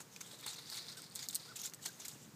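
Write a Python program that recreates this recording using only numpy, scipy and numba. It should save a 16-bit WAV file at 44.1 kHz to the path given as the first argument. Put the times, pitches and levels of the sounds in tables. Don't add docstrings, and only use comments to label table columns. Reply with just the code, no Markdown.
import sys
import numpy as np
from scipy import signal
from scipy.fft import rfft, irfft
from scipy.io import wavfile
from scipy.ndimage import uniform_filter1d
from numba import njit

SR = 44100
rng = np.random.default_rng(int(sys.argv[2]) if len(sys.argv) > 2 else 0)


def log_audio(samples):
    frames = np.atleast_2d(samples).T
    limited = np.clip(frames, -1, 1)
    pcm = np.round(limited * 32767).astype(np.int16)
    wavfile.write(sys.argv[1], SR, pcm)


def voltage_ratio(decibels):
    exponent = np.asarray(decibels, float) / 20
    return 10 ** exponent


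N = 103635
T = np.arange(N) / SR


def colour(x, points):
    p = np.array(points, float)
    hz = np.maximum(np.arange(2049) * SR / 4096, 1)
    log_gain = np.interp(np.log(hz), np.log(p[:, 0]), p[:, 1]) * np.log(10) / 20
    cepstrum = irfft(log_gain)
    cepstrum[1:2048] *= 2
    cepstrum[2049:] = 0
    return signal.fftconvolve(x, irfft(np.exp(rfft(cepstrum))))[:len(x)]


def butter(x, order, hz, kind):
    return signal.sosfilt(signal.butter(order, hz, kind, fs=SR, output="sos"), x)


def unit(x):
    return x / np.sqrt(np.mean(x ** 2))


def swells(rows):
    start_s, rise_s, fall_s, level_db = np.array(rows, float).T[:4, :, None]
    u = T - start_s
    rise = np.sin(np.pi / 2 * np.clip(u / rise_s, 0, 1)) ** 0.99
    return voltage_ratio(level_db) * rise * np.exp(-2 * np.maximum(u - rise_s, 0) / fall_s)


def together(envelopes):
    return np.sqrt(np.sum(envelopes ** 2, axis=0))


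def walk(count):
    k = N // count
    steps = np.repeat(rng.standard_normal(count + 1), k)
    return unit(uniform_filter1d(steps, k)[:N])


@njit
def grains(n, start_s, hz, t60_s, size):
    y = np.zeros(n)
    for k in range(len(start_s)):
        turn = np.exp(2j * np.pi * hz[k] / SR - np.log(1000) / (t60_s[k] * SR))
        z = size[k] + 0j
        for i in range(int(start_s[k] * SR), min(n, int((start_s[k] + t60_s[k]) * SR))):
            y[i] += z.imag
            z *= turn
    return y


def rustle(rows, points, cycles, scatter_db, patchy_db, count):
    ring_db, ring_oct = 10, 0.16
    when, pitch, strength = rng.random((count, 3)).T
    shove = swells(rows)
    hz = 500 + 15500 * pitch
    at = (when * N).astype(int)

    bands = np.array([walk(count=300) for _ in range(6)])
    patches = bands[(6 * pitch ** 0.7).astype(int), at]

    loudest = np.argmax(shove, axis=0)
    leaf_hz = np.array(rows)[:, -1][loudest][at]
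    ring = np.exp(-0.5 * (np.log2(hz / leaf_hz) / ring_oct) ** 2)

    db = -scatter_db * np.log(strength + 0.03) + patchy_db * patches + ring_db * ring
    t60_s = cycles / np.maximum(hz, 3000)
    crackle = grains(N, when * N / SR, hz, t60_s, voltage_ratio(db) * np.sqrt(hz))
    return unit(colour(crackle, points)) * together(shove)


def garden():
    # hz, level_db
    bed_colour = [(45, -31), (115, 0.5), (170, -1), (470, -8.5), (520, -10), (1400, -13), (2700, -16.5),
                  (7000, -12), (15000, -23.5)]
    # hz, width_hz, level_db
    drones = [(157.3, 24.6, -72), (458.7, 40, -78.5)]
    # time_s, hiss_db
    breeze = [(0, -0.5), (.1, -1.5), (.3, 1), (.9, 2.5), (1.1, -2), (1.4, 0.5), (1.77, -1.5), (2.0, 2),
              (2.35, -2)]
    bed = unit(colour(rng.standard_normal(N), bed_colour)) * voltage_ratio(-61.5)
    low = butter(bed, 1, 900, "low")
    hiss = (bed - low) * voltage_ratio(np.interp(T, *np.array(breeze).T))
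    hum = np.zeros(N)
    for hz, width_hz, db in drones:
        b, a = signal.iirpeak(hz, hz / width_hz, fs=SR)
        hum += voltage_ratio(db) * unit(signal.lfilter(b, a, rng.standard_normal(N)))
    return low + hiss + hum


def leaves():
    # start_s, rise_s, fall_s, level_db, leaf_hz
    brushes = [(.001, 0.0035, 0.026, -47, 6940), (.11, 0.026, 0.15, -60.5, 6500),
               (.205, 0.0085, 0.024, -46, 6840), (1.89, 0.026, 0.21, -60.5, 6960),
               (.464, 0.0024, 0.0053, -38.5, 7500), (.476, 0.0096, 0.09, -49.5, 7740),
               (.255, 0.014, 0.11, -58, 7700), (.31, .005, 0.071, -58, 8140),
               (.387, 0.0031, 0.03, -56.5, 8000), (.52, 0.026, 0.008, -48, 6600),
               (.715, 0.048, 0.02, -50.5, 8650), (.968, .003, 0.044, -49.5, 8500),
               (1.15, 0.0027, 0.11, -53.5, 7600), (1.188, 0.02, 0.063, -53.5, 6960),
               (1.222, 0.0067, 0.037, -48, 6950), (1.24, 0.018, .014, -54, 6600),
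               (.69, .012, .03, -59, 7500), (.765, 0.011, 0.032, -53, 6500),
               (1.327, 0.0035, 0.032, -49, 7500), (1.35, 0.013, 0.02, -46.5, 8050),
               (1.555, 0.011, 0.025, -41.5, 7200), (1.585, 0.014, 0.041, -45.5, 6350),
               (1.615, 0.0031, 0.018, -45, 6500), (1.628, 0.015, 0.019, -45, 6200),
               (1.645, 0.0088, 0.018, -41, 6750), (1.655, 0.011, 0.029, -44.5, 7250),
               (1.735, 0.0049, 0.011, -62, 7560), (1.805, 0.044, 0.03, -52, 7300),
               (1.848, 0.014, 0.026, -40, 6800), (1.99, 0.013, 0.064, -51, 6400),
               (2.047, 0.0092, 0.018, -44, 7460), (2.016, .004, 0.034, -53.5, 5950),
               (2.08, 0.0029, 0.13, -51, 7300), (2.16, 0.072, 0.079, -63.5, 7060)]
    # hz, level_db
    leaf_colour = [(400, -64), (800, -12), (2200, -13), (4000, -4), (8000, -6.5), (11000, -8.5),
                   (15000, -16.5)]
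    return rustle(brushes, leaf_colour, cycles=48, scatter_db=5.0, patchy_db=1.6, count=40000)


def knocks():
    # start_s, level_db, pitch_hz, t60_s
    hits = [(.004, -47.5, 1200, 0.013), (0.162, -45, 3580, 0.012), (0.209, -48, 1730, 0.018),
            (.33, -56, 428, 0.056), (0.427, -50.5, 1830, 0.02), (0.463, -43, 1490, 0.0152),
            (1.722, -51.5, 1840, 0.014), (1.7353, -48, 2430, 0.0087), (1.855, -48.5, 1160, 0.024),
            (1.868, -52.5, 607, 0.039), (1.998, -55.5, 920, 0.0144)]
    start_s, db, hz, t60_s = np.repeat(np.array(hits, float), 30, axis=0).T
    late, detune = rng.random((len(start_s), 2)).T
    ring_s = start_s + 0.5 * t60_s * late ** 2
    ring_hz = hz * 2 ** (1.53 * (detune - 0.5))
    return grains(N, ring_s, ring_hz, 0.77 * t60_s, voltage_ratio(db - 11.5))


def snaps():
    # start_s, peak_db, ring_hz, tail_s
    stalks = [(0.1615, -33.5, 6300, 0.0072), (0.3895, -44, 3900, 0.004), (0.3135, -48, 8350, .004),
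              (.4005, -42, 4000, .003), (.4095, -35, 11600, .004), (.4274, -40, 3800, .004),
              (.479, -34, 6570, .005), (.4865, -45, 4200, .003), (.7275, -32, 4600, .004),
              (0.868, -51, 4150, .004), (1.0185, -33, 8400, 0.0045), (1.152, -29, 9400, .003),
              (1.1912, -31, 4820, .005), (1.241, -32, 6600, .003), (1.6382, -35, 6240, .003),
              (2.0004, -44, 7190, .004), (0.4619, -28.5, 8100, 0.0035), (0.6992, -29, 4560, 0.027),
              (0.743, -31, 4270, 0.0087), (0.9692, -43, 5000, 0.006), (1.1568, -25.5, 7920, 0.0091),
              (1.2857, -16, 6800, 0.0067), (1.039, -45, 4700, .005), (1.0985, -44, 8600, .003),
              (1.1104, -44, 4400, .004), (1.12, -40, 8600, .004), (1.144, -45, 8600, 0.0043),
              (.743, -37, 8600, .003), (.774, -32, 4300, .006), (1.887, -34, 6500, .004),
              (1.3084, -28.5, 7600, 0.011), (1.346, -20, 8260, 0.0043), (1.3527, -14.5, 8900, 0.0038),
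              (1.3574, -15, 4230, 0.0048), (1.615, -28, 5930, 0.0051), (1.657, -24.5, 7250, 0.0028),
              (1.662, -28.5, 6900, 0.005), (1.697, -34, 6270, 0.0053), (1.7355, -27, 6420, 0.0084),
              (1.7454, -32.5, 7700, 0.0043), (1.826, -36, 6810, 0.004), (1.8597, -24, 8000, 0.003),
              (2.055, -36, 7860, 0.012), (2.0807, -26.5, 7300, 0.0086)]
    # hz, level_db
    snap_colour = [(500, -64), (2900, -36), (4300, -1), (5700, -6), (8200, 0.5), (10800, -8.5), (13000, -7),
                   (15000, -9.5)]
    late_s, attack_s, ring_s, crack_s = 0.000872, 0.00024, 0.00068, 0.00038
    tail_db, level_db = -14, -3.5
    brighter = 0.28

    out = np.zeros(N)
    u = np.arange(2000) / SR
    noise = rng.standard_normal((len(stalks), len(u)))
    dull = butter(noise, 3, 9000, "low")
    for (start_s, db, hz, tail_s), bright_noise, dull_noise in zip(stalks, noise, dull):
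        i = int((start_s + late_s) * SR)
        treble_db = brighter * (db + 29.5) + 3.7 * np.log2(hz / 7000)
        splinters = dull_noise + voltage_ratio(treble_db) * (bright_noise - dull_noise)
        decay = np.exp(-u / crack_s) + voltage_ratio(tail_db) * np.exp(-u / tail_s)
        ring = np.sin(2 * np.pi * hz * u) * np.exp(-u / ring_s)
        burst = np.minimum(u / attack_s, 1) * (ring + splinters * decay)
        out[i:i + len(u)] += voltage_ratio(db + level_db) * burst / np.max(np.abs(burst))
    return 2 * colour(out, snap_colour)


def litter():
    # start_s, rise_s, fall_s, level_db, leaf_hz
    shoves = [(.22, 0.04, 0.14, -58, 3300), (.325, .012, 0.047, -55, 3850),
              (.308, 0.0075, 0.036, -52, 3650), (.388, 0.0078, 0.056, -55, 3930),
              (.425, 0.011, 0.09, -52, 3700), (.468, 0.0081, 0.076, -45.5, 4240),
              (.5, .012, 0.017, -51, 4240), (.522, 0.013, 0.015, -55, 4400),
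              (.555, 0.012, 0.037, -53, 4300), (.58, 0.013, 0.022, -49, 4270), (.6, .02, 0.065, -56, 4400),
              (.64, 0.047, 0.1, -53.5, 4500), (.712, 0.015, 0.057, -46, 4760), (.74, 0.022, .03, -47, 4400),
              (.768, 0.013, 0.033, -43, 4330), (.8, 0.015, 0.14, -53.5, 4540),
              (.865, 0.0024, .02, -51.5, 4400), (.878, 0.012, 0.064, -49.5, 4500),
              (.915, 0.0091, 0.027, -51, 4740), (.967, 0.013, 0.1, -54, 4930),
              (1.015, 0.03, 0.023, -55, 4870), (1.05, 0.015, .06, -61, 4670),
              (1.11, 0.0092, 0.15, -60, 4800), (1.157, 0.0031, 0.047, -49, 4260),
              (1.188, 0.004, 0.047, -46, 4900), (1.221, 0.0099, 0.036, -48, 4650),
              (1.25, 0.014, 0.011, -54.5, 4360), (1.297, 0.0031, 0.021, -50.5, 3820),
              (1.325, 0.0032, 0.084, -51, 4660), (1.37, 0.051, 0.046, -54, 4400),
              (1.44, 0.021, 0.17, -55, 4850), (1.555, 0.027, 0.039, -66, 4100),
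              (1.85, 0.011, 0.054, -49, 4440), (2.04, 0.023, 0.016, -54, 4530)]
    # hz, level_db
    litter_colour = [(400, -39), (800, -9.5), (1900, -10.5), (2900, -17.5), (3700, -5), (5600, -9.5),
                     (9000, -10), (15000, -26.5)]
    return rustle(shoves, litter_colour, cycles=37.0, scatter_db=0.5, patchy_db=1.2, count=30000)


def squeaks():
    # start_s, length_s, top_hz, level_db, arch (0-1)
    rubs = [
        (.948, .052, 1550, -63, .75),
        (1.466, .063, 1500, -60, 1.),
        (1.874, .026, 1590, -58, .1),
        (1.789, .011, 1800, -63, .1),
    ]
    top, drop, loudest = 0.64, 0.3, 0.9
    out = np.zeros(N)
    for start_s, length_s, top_hz, db, arch in rubs:
        u = np.clip((T - start_s) / length_s, 0, 1)
        rising = (1 - u / top) ** 2.5 if top >= 1 else np.maximum(1 - u / top, 0) ** 2.5
        falling = 1.1 * ((u - top) / (1 - top)) ** 2
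        hz = top_hz * (1 - arch * drop * np.where(u < top, rising, falling))
        swell = np.interp(u, [0, loudest, 1], [0, 1, 0]) ** 0.63
        tone = np.sqrt(2) * np.sin(2 * np.pi * np.cumsum(hz) / SR)
        out += voltage_ratio(db) * swell * voltage_ratio(walk(count=400)) * tone
    return out


def handling():
    # start_s, rise_s, fall_s, level_db
    shifts = [
        (2.11, 0.047, 0.043, -63),
        (2.2, 0.035, 0.066, -60.5),
        (2.27, 0.025, 0.043, -60),
        (2.32, 0.051, .04, -56),
    ]
    centre_hz = 179
    rumble = butter(rng.standard_normal(N), 2, [centre_hz / 1.52, centre_hz * 1.43], "band")
    return unit(rumble) * together(swells(shifts))


def scene():
    scatter_t60_s, scatter_db = 0.07, -13
    near = leaves() + knocks() + snaps() + litter() + squeaks()
    near = butter(near, 2, 250, "high")
    u = T[:SR // 5]
    echo = rng.standard_normal(len(u)) * np.exp(-np.log(1000) * u / scatter_t60_s)
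    wet = signal.fftconvolve(near, echo / np.sqrt(np.sum(echo ** 2)))[:N]
    return (near + voltage_ratio(scatter_db) * wet + garden() + handling())[None]


def low_pass(x):
    return signal.sosfilt(signal.butter(12, 17100, fs=SR, output="sos"), x)


def record(dry):
    # hz, level_db
    microphone = [(2000, 2.5), (2900, 2), (4200, 0.5), (9000, -0.5), (10900, -3), (12500, 3), (15200, 3.5),
                  (15700, -40), (18500, -43)]
    low_cut = butter(dry[0], 2, 60, "high")
    return low_pass(colour(low_cut, microphone)[None])


dry = scene()
out = record(dry)
log_audio(out)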